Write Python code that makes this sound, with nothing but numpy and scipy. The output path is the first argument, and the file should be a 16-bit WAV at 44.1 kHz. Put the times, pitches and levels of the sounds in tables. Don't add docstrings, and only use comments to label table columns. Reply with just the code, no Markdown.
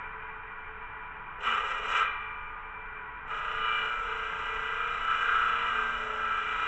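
import sys
import numpy as np
from scipy import signal
from scipy.fft import rfft, irfft, next_fast_len
from scipy.io import wavfile
from scipy.ndimage import uniform_filter1d, map_coordinates

SR = 44100
rng = np.random.default_rng(int(sys.argv[2]) if len(sys.argv) > 2 else 0)


def ratio(d):
    e = np.asarray(d, float) / 20
    return 10 ** e


def to_wav(sig):
    pcm = np.clip(np.atleast_2d(sig), -1, 1) * 32767
    pcm = np.round(pcm).astype(np.int16)
    wavfile.write(sys.argv[1], SR, pcm.T)


N = 294347
TIME = np.arange(N) / SR

HISS_DB = -97
WHIR_DB, LEFTOVER_DB, LEFTOVER_S = -42.5, 3, 0.12
RUMBLE_DB, RUMBLE_LOAD_DB, RUMBLE_DRIFT_DB = -50.5, 1.5, 0.4
UNBALANCE_HZ, UNBALANCE_DB = 29.6, -58.5
FIRST_CUT_TURNS = 29.1
FEED_DB = -66
PATTERN_PINCH = 0.0029
GROUP_DB, GROUP_FOLLOWS = -68.5, 0.5

# (frequency [Hz], level [dB])
MIC_DIP = [(3950, 0), (4120, -8), (4600, 1), (5000, -0.5)]
# (frequency [Hz], decay t60 [s])
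AFTERGLOW = [(500, 1.2), (1500, 0.98), (3000, 1.1), (4000, 0.79), (4900, 0.28), (5400, .45), (6400, 0.34),
             (7000, 0.27), (8500, 0.05)]

# (frequency [Hz], density [dB per Hz])
RUMBLE = [(7.1, -39), (12, 6.5), (34, -3.5), (54, -7.5), (193, -19.5), (212, -35), (260, -29.5), (340, -46),
          (570, -120)]
WHIR = [(88, -47.5), (150, -18.5), (375, -16.5), (439, -13.5), (611, -18), (965, -3.5), (1250, -6),
        (1480, 2), (1810, -8.5), (1980, -12.5), (2220, -15), (2410, -8), (2590, -17), (3040, -19),
        (4600, -65.5), (5980, -88), (10100, -120)]
# (width [Hz], level [dB])
FREE_HZ = [188, 436, 873, 985, 1104, 1217, 1312, 1341, 1428, 1945, 2067, 2186, 2358, 2406, 2585, 3740, 3833,
           3915]
FREE = [(7.9, 4.1), (9.1, 13.3), (16.6, 5.5), (11.8, 11), (13, 6.5), (5, 11), (6.1, 2.2), (6.2, 1.9),
        (5, 3.9), (22, 12), (8.2, 7.9), (12, 10), (7, 14.7), (5, 7.9), (7.7, 2.7), (80, 6.3), (10, 8),
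        (11, 9.7)]
# (frequency [Hz], level [dB])
WHINE = [(2358, -63), (2406, -61.5)]
# (time [s], peak level [dB])
TICKS = [
    (0.0732, -85),
    (0.585, -76),
]

# (frequency [Hz], knocks of (time [s], half length [s], level [dB]))
FRAME = (232, [(1.5, 0.047, -51), (1.88, 0.056, -59.5), (1.74, 0.12, -63.5)])
# (time [s], speed [turns per s])
SPEED = [(3.25, 29.56), (3.8, 29.48), (4.4, 29.42), (4.8, 29.36), (5.2, 29.27), (5.6, 29.2), (6.0, 28.97),
         (6.4, 28.74), (6.67, 28.6)]
# order [multiple], and their level at rest [dB]
CLEAR_ORDERS = [8, 11, 15, 16]
HUM_DB = [-73, -77.5, -62, -63]
# (frequency [Hz], width [Hz], level [dB])
TUNED = [(231.96, 4.7, 16.5), (314.3, 3.4, 17)]
# (time [s], half length [s], level [dB])
SWELLS_15 = [(3.33, 0.02, -50), (3.6, 0.1, -49.5), (3.82, 0.096, -52.5), (4.2, 0.18, -51.5),
             (4.62, 0.2, -51.5), (4.92, .05, -66), (5.8, 0.076, -48), (6.1, 0.13, -49.5), (6.6, 0.39, -56)]
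SWELLS_16 = [(3.55, .08, -58), (4.08, 0.11, -52.5), (4.5, 0.19, -59), (4.85, 0.1, -50), (5.35, 0.22, -53.5),
             (5.6, 0.095, -52.5), (6.65, 0.13, -60)]
# (time [s], half length [s], lift [dB])
GROUP_SWELLS = [
    (5.549, 0.27, 6),
    (6.08, .2, 9),
]

# (time [s], half length [s], level [dB], frequency [Hz])
SQUEALS = [(1.505, .06, -39, 2950), (1.522, .08, -42, 2380), (3.72, 0.18, -40.5, 2950),
           (3.76, 0.1, -37.5, 2359), (4.55, .12, -42, 2410), (4.95, .06, -48, 2410),
           (5.17, 0.14, -42, 2955), (5.3, .2, -35, 1583), (5.38, 0.13, -39, 1434), (6.35, .12, -41, 1437)]
# (time [s], level [dB])
RELEASE = (2.03, -36)
# (level [dB], decay t60 [s])
RING_HZ = [877, 985, 1157, 1217, 1324, 1443, 1604, 1900, 1954, 2051, 2358, 2406, 2476, 2891, 2950, 3268,
           3424, 3833, 4011]
RING = [(-12, 1.7), (-7, 0.9), (-4.5, 2.1), (-1, 3.3), (-5.5, 1.6), (-6.5, 3.8), (-9.5, 2.2), (-7, 1.6),
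        (-15, 3.3), (-19.5, 3), (-3.5, 3.8), (-3.5, 2), (-13.5, 2.7), (-19, 0.9), (-11, 1.2), (-20, 0.56),
        (-26.5, 1.6), (-34.5, 1.1), (-22.5, 0.48)]
# (level [dB], decay t60 [s], colour of (frequency [Hz], density [dB per Hz]))
SHIMMER = (-84.5, 2.2, [(4900, -35), (5300, -1), (5600, 0.5), (6300, -1.5), (6700, -30.5)])

# (width [Hz], level [dB])
LOADED_HZ = [232, 440, 985, 1141, 1216, 1322, 1437, 1583, 1653, 1903, 1965, 2056, 2359, 2407, 2891, 2950,
             3268, 3420, 3655, 3833, 3908, 4011]
LOADED = [(15, -1.5), (60, -2), (13, 4), (20, -2.5), (31, 8), (50, 3.5), (25.4, 5.5), (24.4, 14), (20, 7),
          (17, 10.5), (20, 8.5), (24, 3.5), (10, 12), (10.2, 12.5), (21.3, 8.5), (20.1, 7.5), (14, -3.5),
          (18, 10.5), (20, 1), (20, 10.5), (15, 4), (22, 12)]
# (frequency [Hz], density [dB per Hz])
THICK_BODY = [(71, -36), (120, -30.5), (233, -19), (350, -21.5), (435, -2), (503, -5.5), (1050, -1.5),
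              (1360, -37.5), (2310, -120)]
THICK_BITE = [(560, -39.5), (950, -13.5), (1080, -11.5), (1310, 6.5), (1610, -6.5), (1780, -14),
              (1850, -24.5), (2400, -57.5), (4070, -120)]
THICK_UPPER = [(1030, -34.5), (1750, -19), (1970, -1), (2250, -7.5), (2400, 0.5), (2600, -0.5), (2980, -3),
               (3230, -10.5), (4400, -31.5), (5720, -57), (9680, -120)]
# (frequency [Hz], density [dB per Hz])
THIN_BODY = [(88, -54), (150, -24), (233, -19), (270, -25), (350, -29), (422, 5), (609, -4.5), (843, -1),
             (1050, -2), (1360, -34), (2310, -120)]
THIN_BITE = [(560, -33.5), (950, -6), (1090, -3.5), (1310, 8), (1630, -7.5), (1770, -18), (1850, -16),
             (2400, -53.5), (4070, -120)]
THIN_UPPER = [(1030, -43.5), (1750, -15), (1910, -3.5), (2220, -9.5), (2390, -1), (2600, -2), (2990, -4.5),
              (3230, -12.5), (4400, -33), (5720, -67), (9680, -120)]
# (frequency [Hz], density [dB per Hz])
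CHIPS = [(2410, -33.5), (4100, 6), (4240, -21), (4840, -4), (5370, 7), (6300, 1), (7590, 5.5), (8670, -6),
         (8930, -31), (11600, -54.5), (19600, -120)]
# (frequency [Hz], width [Hz], level [dB])
CHIP_PEAKS = [(4270, 22, -12.5), (4500, 53, 6), (5250, 63, -6.5), (5900, 250, -3), (6670, 77, -2.5),
              (7455, 110, -0.5), (8350, 180, -22.5)]
# (time [s], feed [dB])
THIN = [
    (1.385, -85.5),
    (1.41, -69),
    (1.475, -56),
    (1.62, -63.5),
    (1.71, -59.5),
    (1.8, -66.5),
    (1.975, -52.5),
    (2.03, -60.5),
    (2.09, -86.5),
]
THICK = [
    (3.25, -100),
    (3.29, -74.5),
    (3.32, -69.5),
    (3.9, -66.5),
    (4.04, -68.5),
    (5.08, -67),
    (5.11, -63.5),
    (6.34, -67),
    (6.67, -63.5),
]
# (time [s], half length [s], disc [dB], upper disc [dB])
PINCHES = [(1.477, 0.014, 4.5, 2.5), (1.528, .015, 5.5, 2), (1.575, .02, 6.5, 3), (1.697, 0.043, -1.5, -2),
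           (1.903, .03, -2.5, -1), (2.021, 0.026, 7, 1), (2.085, 0.044, 17.5, 14.5),
           (1.409, .025, 2.5, 1.5), (3.336, 0.038, 4, 0.5), (3.698, 0.17, 3, 3.5), (3.972, .08, -2.5, -5),
           (4.5, 0.16, 0, 0.5), (4.815, .12, 3.5, 1), (5.103, 0.033, 4.5, 0.5), (5.182, 0.018, -4, -3),
           (5.357, 0.17, 6.5, 1.5), (5.609, 0.088, 2, 2), (5.795, .04, 4.5, -0.5), (6.122, 0.19, -1, -3),
           (6.335, .1, 3, 1.5)]
# (disc [dB], frame [dB], upper disc [dB],
# chips [dB], frame's gain [dB per dB of feed], repeating share [0-1])
THIN_WOOD = (23.5, -43, 20, -0.5, 0.29, 0.3)
THICK_WOOD = (27, -50, 22.5, -0.5, 0.3, 0.89)


def unit(x):
    return x / np.sqrt(np.mean(x ** 2) + 1e-20)


def unit_gain(response):
    return response / np.sqrt(np.mean(np.abs(response) ** 2))


def along(points, hz):
    f, v = np.transpose(points)
    return np.interp(np.log(hz + 1), np.log(f + 1), v)


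def curves(rows):
    s, *columns = np.transpose(rows)
    return [np.interp(TIME, s, column) for column in columns]


def wobble(rate):
    knots = rng.standard_normal(int(N * rate / SR) + 4)
    return map_coordinates(knots, [np.arange(N) * rate / SR])


def bumps(rows):
    return [np.exp(-((TIME - row[0]) / row[1]) ** 2) for row in rows]


def swells(rows):
    return sum(ratio(row[2]) * bell for row, bell in zip(rows, bumps(rows)))


def during(table, fade=0.003):
    start, end = table[0][0], table[-1][0]
    return np.interp(TIME, [start - fade, start, end, end + fade], [0, 1, 1, 0])


def modes(centres, shapes):
    return [(hz, *shape) for hz, shape in zip(centres, shapes)]


def coloured(x, spectrum, peaks=()):
    m = next_fast_len(N + SR)
    f = np.fft.rfftfreq(m, 1 / SR)
    lift = 1 + sum(ratio(db) * 1j * f * w / (c * c - f * f + 1j * f * w) for c, w, db in peaks)
    response = unit_gain(ratio(along(spectrum, f)) * lift)
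    return irfft(rfft(x, m) * response, m)[:N]


def microphone_hiss():
    colour = [(3500, -23.0), (4500, 7.0), (8000, 6.5), (9000, -9)]
    return ratio(HISS_DB) * coloured(rng.standard_normal(N), colour)


def afterglow(x):
    hz, t, z = signal.stft(rng.standard_normal(SR), SR, nperseg=256)
    decay = ratio(-60 * t / along(AFTERGLOW, hz)[:, None])
    tail = signal.istft(z * decay, SR, nperseg=256)[1]
    return signal.fftconvolve(x, tail / np.linalg.norm(tail))[:N]


def idle():
    whir_db = WHIR_DB + LEFTOVER_DB * np.exp(-TIME / LEFTOVER_S)
    whir = coloured(rng.standard_normal(N) * ratio(0.43 * wobble(30)), WHIR, modes(FREE_HZ, FREE))
    rumble_db = RUMBLE_DB + RUMBLE_LOAD_DB * during(THICK, fade=0.5) + RUMBLE_DRIFT_DB * wobble(1.3)
    rumble = coloured(rng.standard_normal(N), RUMBLE)
    throb = ratio(UNBALANCE_DB + 2.5 * wobble(3.2)) * np.sin(2 * np.pi * UNBALANCE_HZ * TIME)
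    whine = 0
    for hz, db in WHINE:
        tone = np.sin(2 * np.pi * (hz * TIME + 0.062 * wobble(11)))
        whine = whine + ratio(db + 1.5 * wobble(11)) * tone
    return whine + ratio(whir_db) * whir + ratio(rumble_db) * rumble + throb


def ticks():
    out, t = np.zeros(N), np.arange(SR // 50) / SR
    ping = np.sin(2 * np.pi * 6200 * t) * (1 - np.exp(-t / 0.00043))
    for s, db in TICKS:
        out[round(s * SR):][:len(t)] += ratio(db + 4 - 60 * t / 0.012) * ping
    return out


def frame():
    hz, knocks = FRAME
    tone = np.sin(2 * np.pi * (hz * TIME + 0.06 * wobble(16)))
    return during(THIN) * swells(knocks) * tone


def orders(turns, speed):
    def frame_lift(f):
        return 1 + sum(ratio(db) / (1 + (2 * (f - hz) / w) ** 2) ** 2 for hz, w, db in TUNED)

    def tone(k):
        return np.sqrt(2) * np.sin(2 * np.pi * (k * turns + rng.random()))

    gains = [ratio(db) * frame_lift(k * speed) for k, db in zip(CLEAR_ORDERS, HUM_DB)]
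    gains[2] = gains[2] + swells(SWELLS_15)
    gains[3] = gains[3] + swells(SWELLS_16)
    hum = sum(gain * ratio(1.2 * wobble(11)) * tone(k) for k, gain in zip(CLEAR_ORDERS, gains))
    group_db = GROUP_DB + GROUP_FOLLOWS * (curves(THICK)[0] - FEED_DB)
    group_db = group_db + np.transpose(GROUP_SWELLS)[2] @ bumps(GROUP_SWELLS)
    group = sum(ratio(group_db - 1.5 + 3 * wobble(1.2) + 3.3 * wobble(3.9)) * tone(k) for k in range(18, 24))
    return (hum + group) * during(THICK)


def squeals():
    out = 0
    for row in SQUEALS:
        tone = np.sin(2 * np.pi * (row[3] * TIME + 0.12 * wobble(22)))
        out = out + swells([row]) * ratio(2.3 * wobble(25)) * tone
    return out


def ring_out():
    release_s, release_db = RELEASE
    t = np.maximum(TIME - release_s, 0)
    low = 0
    for hz, (db, t60) in zip(RING_HZ, RING):
        tone = np.sin(2 * np.pi * (hz * t + rng.random() + 0.013 * wobble(8)))
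        low = low + ratio(db - 60 * t / t60 + 0.61 * wobble(3.4)) * tone
    db, t60, colour = SHIMMER
    high = ratio(db - 60 * t / t60) * coloured(rng.standard_normal(N), colour)
    return (ratio(release_db) * low + high) * (1 - np.exp(-t / 0.012))


def teeth(turns, memory, size):
    keep = np.clip(memory, 0, 0.99)
    fresh = rfft(rng.standard_normal((int(turns[-1]) + 40, size)))
    lines = signal.lfilter([1], [1, -keep], fresh, axis=0)
    lines = lines / np.sqrt(np.abs(uniform_filter1d(np.abs(lines) ** 2, size=6, axis=1)))
    lines[:, CLEAR_ORDERS] *= 0.15
    pattern = irfft(lines, size)[-int(turns[-1]) - 2:].ravel()
    return unit(map_coordinates(pattern, [turns * size], order=3))


def cut(table, wood, turns, body, bite, upper, chatter_db):
    feed_db, = curves(table)
    pinch_db, upper_pinch_db = np.transpose(PINCHES)[2:] @ bumps(PINCHES)
    bite_db, body_db, upper_db, chip_db, follows, share = wood
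    share = np.clip(share + PATTERN_PINCH * pinch_db, 0, 0.98)
    repeating, random = np.sqrt(share), np.sqrt(1 - share)
    push = during(table) * ratio(feed_db)
    splinter = unit(rng.standard_normal(N) * ratio(1.1 * wobble(60)))
    runout = 1 + 0.16 * np.cos(2 * np.pi * turns) + 0.062 * np.cos(np.pi * turns)
    force = push * runout * (repeating * teeth(turns, memory=0.848, size=700) + random * splinter)
    shake = 0.43 * repeating * teeth(turns, memory=0.95, size=100) + 0.7 * random * splinter
    chatter = ratio(chatter_db * (wobble(110) + wobble(25) - np.abs(wobble(45))))
    chips = unit(chatter) * (0.61 * force + 0.63 * push * rng.standard_normal(N))
    rough = 0.74 * force + 0.49 * push * splinter
    slow_feed_db = uniform_filter1d(feed_db - FEED_DB, size=SR // 8)
    load = during(table) * ratio(body_db - 5 + follows * slow_feed_db)
    steel = modes(LOADED_HZ, LOADED)
    disc = coloured(force * ratio(bite_db + pinch_db), bite, steel)
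    upper_disc = coloured(rough * ratio(upper_db + upper_pinch_db), upper, steel)
    table_frame = coloured(shake * load, body, steel)
    hiss = coloured(chips * ratio(chip_db), CHIPS, [(hz, w, db + 7.0) for hz, w, db in CHIP_PEAKS])
    return disc + upper_disc + table_frame + hiss


def scene():
    speed, = curves(SPEED)
    turns = np.cumsum(speed) / SR
    thin_turns = TIME * FIRST_CUT_TURNS
    thin = cut(THIN, THIN_WOOD, thin_turns, THIN_BODY, THIN_BITE, THIN_UPPER, chatter_db=1.5)
    thick = cut(THICK, THICK_WOOD, turns, THICK_BODY, THICK_BITE, THICK_UPPER, chatter_db=0.7)
    cuts = thin + thick
    saw = cuts + ratio(-11) * afterglow(cuts) + orders(turns, speed) + ring_out() + frame() + squeals()
    return (saw + idle() + ticks() + microphone_hiss())[None]


def band_limit(x):
    return signal.sosfilt(signal.butter(12, 9080, fs=SR, output="sos"), x)


def record(dry):
    m = next_fast_len(N + SR // 4)
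    response = ratio(along(MIC_DIP, np.fft.rfftfreq(m, 1 / SR)))
    heard = irfft(rfft(dry, m) * response, m)[:, :N]
    return band_limit(heard)


dry = scene()
out = record(dry)
to_wav(out)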